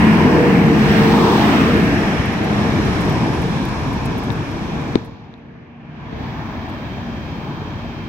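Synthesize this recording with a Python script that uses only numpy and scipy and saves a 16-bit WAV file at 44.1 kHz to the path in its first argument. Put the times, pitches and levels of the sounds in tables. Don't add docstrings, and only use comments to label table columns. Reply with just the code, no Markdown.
import sys
import numpy as np
from scipy import signal
from scipy.io import wavfile
from scipy.ndimage import uniform_filter1d

SR = 44100
rng = np.random.default_rng(int(sys.argv[2]) if len(sys.argv) > 2 else 0)


def natural_amplitude(level_db):
    exponent = np.asarray(level_db, float) / 20
    return 10 ** exponent


def generate_wav(sig):
    pcm = np.round(np.clip(np.atleast_2d(sig).T, -1, 1) * 32767).astype(np.int16)
    wavfile.write(sys.argv[1], SR, pcm)


N = 356328

# (time [s], loss with distance [dB])
DISTANCE_LOSS = [(0, 1), (.05, 0.5), (.5, 0), (.72, -2.1), (1.0, 0.5), (1.5, -2.64), (1.8, -3), (2.1, -4),
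                 (2.4, -6.5), (2.6, -5), (3.2, -5.5), (3.75, -7.5), (4.0, -8.5), (4.9, -11.5), (6.4, -14),
                 (7.5, -14), (8.08, -15.5)]


def ramps(table):
    s, *columns = np.transpose(table)
    return [np.interp(np.arange(N) / SR, s, column) for column in columns]


def over_hz(table, hz):
    f, value = np.transpose(table)
    return np.interp(np.log(hz + 1), np.log(f + 1), value)


def walk(rate):
    k = int(SR / rate)
    held = np.repeat(rng.standard_normal(N // k + 1), k)[:N]
    return 1.316 * uniform_filter1d(uniform_filter1d(held, k), k)


def ring(x, hz, width_hz):
    return signal.lfilter(*signal.iirpeak(hz, hz / width_hz, fs=SR), x)


def pan(db):
    return natural_amplitude(np.array([db, -db]) / 2)


def swells(rows):
    t = np.arange(N) / SR
    return sum(db * np.exp(-((t - s) / width) ** 2) for s, db, width in rows)


def duck(attack_s):
    knock_s, recover_s, recover_length_s = 4.946, 5.77, 0.47
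    t = np.arange(N) / SR
    fall = 1 - np.exp(-np.maximum(t - knock_s, 0) / attack_s)
    return fall * np.clip(1 - (t - recover_s) / recover_length_s, 0, 1)


def tone(hz, db, wobble_hz, rough_db, pan_db, lag):
    phase = 2 * np.pi * np.cumsum(hz + wobble_hz * walk(20.0)) / SR
    size = np.sqrt(2) * natural_amplitude(db + rough_db * walk(10.0))
    return pan(pan_db)[:, None] * size * np.sin(phase + np.array([[lag], [-lag]]))


def yard_hum():
    dip_db = -13.0 * duck(.08)
    return (tone(234.0, -38.5 + dip_db * 0.79, wobble_hz=2.2, rough_db=3.0, pan_db=0.0, lag=.05)
            + tone(145.0, -42 + dip_db * 0.62, wobble_hz=3.16, rough_db=3.5, pan_db=-4.0, lag=.05))


def singing_rail():
    # (time [s], pitch [Hz], level [dB])
    rail_tone = [(5.8, 3150, -95), (6.6, 3150, -60), (6.9, 3150, -56), (8.08, 3150, -56)]
    return tone(*ramps(rail_tone), wobble_hz=2.0, rough_db=.8, pan_db=-12.0, lag=.1)


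def rustles():
    # (time [s], peak [dB], left minus right [dB], centre [Hz])
    slides = [(1.7644, -34, -4, 9530), (1.839, -35, 0.5, 8790), (2.3271, -35, 1.5, 14300),
              (2.4389, -34, 1.5, 12200), (2.8494, -40, -19, 8900), (3.0061, -31, -1, 8900),
              (3.0494, -34, -1, 10600), (3.3394, -39.5, -7, 8820), (3.4151, -33, 1.5, 9560),
              (3.8694, -43, 6, 15100), (3.929, -37, 6, 12000), (4.1779, -32, 2, 14700),
              (4.2343, -35, 0.5, 8910), (4.315, -32, 1.0, 15400), (4.8095, -48, -14, 9650),
              (5.0469, -45, -7, 11100), (6.6857, -56, 11, 15000), (6.691, -43, 2, 4500),
              (6.8573, -64, 6, 14400)]
    # (time [s], peak [dB], left minus right [dB], centre [Hz])
    slips = [(0.3501, -33, 6.5, 14300), (2.2583, -26, 5, 11600), (3.0969, -26, 11, 13900),
             (3.1238, -29, 5.0, 14500), (3.653, -25, 1.0, 9000), (3.687, -31, -3.0, 10700),
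             (4.0537, -28, -2.0, 10400), (4.0574, -28, -4.5, 9000), (4.0624, -26, -5.0, 7500),
             (4.1185, -38, -4, 8730), (4.4894, -48, -2.0, 9120), (4.5146, -36, -4, 13600),
             (4.9556, -37, 5, 13000), (5.3788, -63, 10.5, 15000), (6.6982, -43, 8.5, 15200),
             (6.9126, -50, -3, 14270), (7.443, -53, 4.0, 15400), (7.9474, -54, 3.0, 14900)]
    slide_ms, slip_ms = 18, 2.5
    out = np.zeros((2, N + 4096))
    t = np.arange(4096) / SR
    chance = rng.standard_normal((len(slides + slips), 2, 2, 4096))
    lengths_ms = [slide_ms] * len(slides) + [slip_ms] * len(slips)
    for (s, db, pan_db, hz), ms, (hiss, grain) in zip(slides + slips, lengths_ms, chance):
        shape = np.minimum(t / 0.00031, 1) * np.exp(-(t * 1000 / ms) ** 2)
        crackle = hiss * natural_amplitude(2 * uniform_filter1d(grain, size=30) * np.sqrt(30))
        burst = shape * (np.diff(crackle, prepend=0) * 0.13 + ring(crackle, hz, 7800.0))
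        i = int(s * SR)
        out[:, i:i + 4096] += natural_amplitude(db - 1.5) * pan(pan_db)[:, None] * burst / np.abs(burst).max()
    return out[:, :N]


def knocks():
    # (time [s], thump [dB], thump pitch [Hz], click [dB], thump left minus right [dB])
    taps = [
        (3.0490, -14, 170, -42, 14),
        (3.1245, -14, 260, -27, 12),
        (4.3039, -9, 200, -11, 10),
        (4.9535, -5, 220, -30, 12),
        (4.9556, 7, 300, -2, 7),
        (5.3400, -42, 250, -27, 6),
        (6.1275, -16, 220, -45, 2),
        (6.698, -45, 250, -30, 8),
    ]
    # (frequency [Hz], width [Hz], level [dB])
    case_modes = [(3750, 340, 4), (2300, 600, -5), (1450, 400, -3), (6800, 2500, -7)]
    out = np.zeros((2, N + 4096))
    tick = np.zeros(2048)
    tick[:12] = np.hanning(12)
    click = -sum(natural_amplitude(db) * ring(tick, f, w) for f, w, db in case_modes)
    for s, thump_db, hz, click_db, pan_db in taps:
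        cycles = np.arange(2048) * hz / SR
        thump = np.sin(2 * np.pi * cycles) * cycles ** 2 * np.exp(-3.8 * cycles)
        thump = natural_amplitude(thump_db) * thump / np.abs(thump).max()
        snap = natural_amplitude(click_db) * click / np.abs(click).max()
        i = int(s * SR)
        out[0, i:i + 2048] += thump + snap
        out[1, i + 16:i + 2064] += thump * natural_amplitude(-pan_db) + snap * natural_amplitude(-15)
    return out[:, :N]


def machines():
    # (time [s], lift, below 0 a dip [dB], half width
    # [s])
    motor_swells = [(.38, -39, 0.082), (2.15, -10, 0.36), (2.75, -4, .15)]
    gear_swells = [(.3, 12.7, 0.27), (.6, 10.3, 0.081)]
    blade_swells = [(0.46, 11.8, .2), (1.135, 13.6, 0.16), (0.73, 8.5, 0.1)]
    t, loss = np.arange(N) / SR, ramps(DISTANCE_LOSS)[0]

    def slide(hz, share):
        return hz * (1 - share * np.tanh((t - .9) / 0.938))

    def gone(s):
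        return -45.0 * np.maximum(t - s, 0)

    motor_db = -17 + 0.82 * loss + swells(motor_swells) + gone(2.85)
    gear_db = -31 + swells(gear_swells) + gone(2.45)
    blade_db = -33 + 0.93 * loss + swells(blade_swells) + gone(1.3)
    whine_db = -33 + 0.83 * loss - 13.0 * duck(.08) + gone(6.18) - 30 * np.maximum(2.4 - t, 0)
    return (tone(slide(214.0, 0.0214), motor_db, wobble_hz=3.26, rough_db=0.5, pan_db=0.3, lag=0.058)
            + tone(slide(171.5, 0.0274), gear_db, wobble_hz=3.1, rough_db=-0.5, pan_db=0.5, lag=0.064)
            + tone(slide(461.0, .03), blade_db, wobble_hz=7.07, rough_db=1.5, pan_db=-3.0, lag=.3)
            + tone(460.0, whine_db, wobble_hz=3.0, rough_db=3.0, pan_db=-9.0, lag=0.9))


def source_levels():
    # (level alongside [dB], share of the loss, shade before the vents face us [dB], duck [dB], attack [s])
    sources = [
        (-12.5, 1.08, -1.1, -15.5, 0.15),
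        (-21, 1.026, 0, -15.5, 0.11),
        (-35.5, 1.094, -5, -23, 0.25),
        (-46, 1.5, -4.5, -32, 0.22),
    ]
    # (time [s], lift [dB], half width [s])
    surges = [(1.45, 6, 0.24), (2.85, 0.73, 0.34)]
    surge_shares = [0.044, 0.87, 0.52, 0.65]
    vents_s, vents_turn_s = 0.74, 0.14
    loss, t = ramps(DISTANCE_LOSS)[0], np.arange(N) / SR
    hidden = .5 - .5 * np.tanh((t - vents_s) / vents_turn_s)
    return [db + share * loss + shade_db * hidden + duck_db * duck(attack_s) + surge * swells(surges)
            for (db, share, shade_db, duck_db, attack_s), surge in zip(sources, surge_shares)]


def two_ports(hz, shared, own):
    # (frequency [Hz], likeness of the ports [0-1])
    likeness = [(30, .9), (60, .96), (130, .99), (290, .97), (640, .86), (1100, .62), (2200, .5),
                (4400, .3), (8000, .15), (15000, .1)]
    # (frequency [Hz], lead of the left [rad])
    lead = [(0, -1.5), (1030, -0.02), (1290, 1.63), (2150, 12.5), (2410, 12.5), (3270, 15), (5510, 17),
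            (6200, 16.5), (8100, 21.5), (10900, 34.5), (12400, 39.5), (13000, 34), (16000, 49), (16600, 46)]
    # (frequency [Hz], left minus right [dB])
    balance = [(60, 1.2), (110, 1.6), (200, 1), (380, 0.5), (700, 4), (1290, 2), (2380, -2.5), (4400, -5.5),
               (8120, -1.5), (15000, 10)]
    like = over_hz(likeness, hz)[:, None]
    turn = np.exp(1j * over_hz(lead, hz))[:, None]
    pair = np.array([shared * turn, like * shared + np.sqrt(1 - like ** 2) * own])
    left, right = pan(over_hz(balance, hz))[..., None]
    summed = np.abs(left * turn + right * like) ** 2 + right ** 2 * (1 - like ** 2)
    return pair * np.array([left, right]) * 2 / np.sqrt(summed)


def colour(bass, treble, hz):
    join_hz = 1400
    step = over_hz(bass, join_hz) - over_hz(treble, join_hz)
    return np.where(hz < join_hz, over_hz(bass, hz), over_hz(treble, np.minimum(hz, 15400)) + step)


def patch_flicker(hz, frames):
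    # (frequency [Hz], spread [dB])
    spread = [(100, 2.2), (1500, 1.7), (5000, .9), (15000, .8)]
    patches = np.array([walk(6.0)[frames] for _ in range(30)])
    place = np.clip(3 * np.log2((hz + 1) / 25), 0, 29)
    flicker = np.array([np.interp(place, np.arange(30), row) for row in patches.T]).T
    return over_hz(spread, hz)[:, None] * flicker


def train_noise():
    edges_hz = [30, 560, 3200, 7500, 15800]
    # (frequency [Hz], level [dB per Hz])
    near_bass = [(18, -49), (30, -32), (74, -2), (114, -6), (160, 4.5), (213, -3.5), (259, 1), (346, 0.5),
                 (426, -7.5), (454, 0), (569, -21.5), (967, -22), (1400, -27.5), (1820, -39), (3080, -120)]
    near_treble = [(820, -39), (1400, -3), (1500, -3.5), (1730, 0), (2410, -4), (4810, -16.5),
                   (5370, -12.5), (8430, -31), (11500, -34), (13800, -43), (15200, -38.5)]
    far_bass = [(18, -53), (30, -13.5), (69, -3), (134, -2), (285, -6), (412, -14), (454, -16), (492, -19),
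                (588, -18.5), (999, -18.5), (1080, -21), (1400, -29), (1820, -38), (3080, -120)]
    far_treble = [(1400, -4), (1710, 0), (1970, -7), (2340, -1), (2970, -11), (3350, -9), (4480, -16),
                  (6000, -22), (6970, -29), (7480, -38), (8200, -37), (8700, -50), (13200, -42),
                  (15000, -33)]
    # (time [s], far share of rumble and roll [0-1], far share of hiss and air [0-1])
    far_share = [(0, 0.45, 0.35), (1.6, 0.04, 0.53), (2.2, 0.53, 0.02), (3.0, 0.68, 0), (3.6, 0.91, 0),
                 (4.9, 0.96, 0.3), (5.2, 0.86, 1), (8.08, 0.98, 0.92)]
    # (time [s], lift [dB], half width [s])
    bogie_swells = [(.28, 4.5, .22), (1.35, 6, .33), (2.2, -4, .4), (3.8, 2.5, .6)]
    wheel_low_swells = [(.42, 3, .12), (1.3, 8, .22)]
    wheel_width_hz = 260

    noise = rng.standard_normal((2, N))
    hz, s, (shared, own) = signal.stft(noise, SR, nperseg=2048, noverlap=1536)
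    frames = np.minimum(s * SR, N - 1).astype(int)
    pair = two_ports(hz, shared, own)

    near, far = colour(near_bass, near_treble, hz), colour(far_bass, far_treble, hz)
    bass_away, treble_away = np.array(ramps(far_share))[:, frames]
    away = np.where(hz[:, None] < edges_hz[2], bass_away, treble_away)
    shape_db = near[:, None] + away * (far - near)[:, None]
    for wheel_hz, rows in [(980, bogie_swells), (790, wheel_low_swells)]:
        wheel = 1 / (1 + (2 * (hz - wheel_hz) / wheel_width_hz) ** 2)
        shape_db = shape_db + wheel[:, None] * swells(rows)[frames]

    knots, lifts = [], []
    for lo, hi, db in zip(edges_hz, edges_hz[1:], source_levels()):
        inside = (hz >= lo) & (hz < hi)
        lift = db[frames] - 10 * np.log10(natural_amplitude(2 * shape_db[inside]).sum(axis=0) / len(hz))
        knots += [lo * 1.08, hi / 1.08]
        lifts += [lift, lift]
    lift_db = np.array([np.interp(np.log(hz + 1), np.log(knots), row) for row in np.transpose(lifts)]).T

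    flicker_db = patch_flicker(hz, frames) * (1 - 0.25 * away)
    return signal.istft(pair * natural_amplitude(shape_db + lift_db + flicker_db), SR, noverlap=1536)[1][:, :N]


def scene():
    return yard_hum() + singing_rail() + rustles() + knocks() + machines() + train_noise()


def band_limit(x):
    return signal.sosfilt(signal.butter(12, 17060, fs=SR, output="sos"), x)


def record(dry):
    rounded = dry / (1 + np.abs(dry / .96) ** 6) ** (1 / 6)
    top_cut = signal.ellip(10, .2, 70, 15850, fs=SR, output="sos")
    return band_limit(signal.sosfilt(top_cut, rounded))


dry = scene()
out = record(dry)
generate_wav(out)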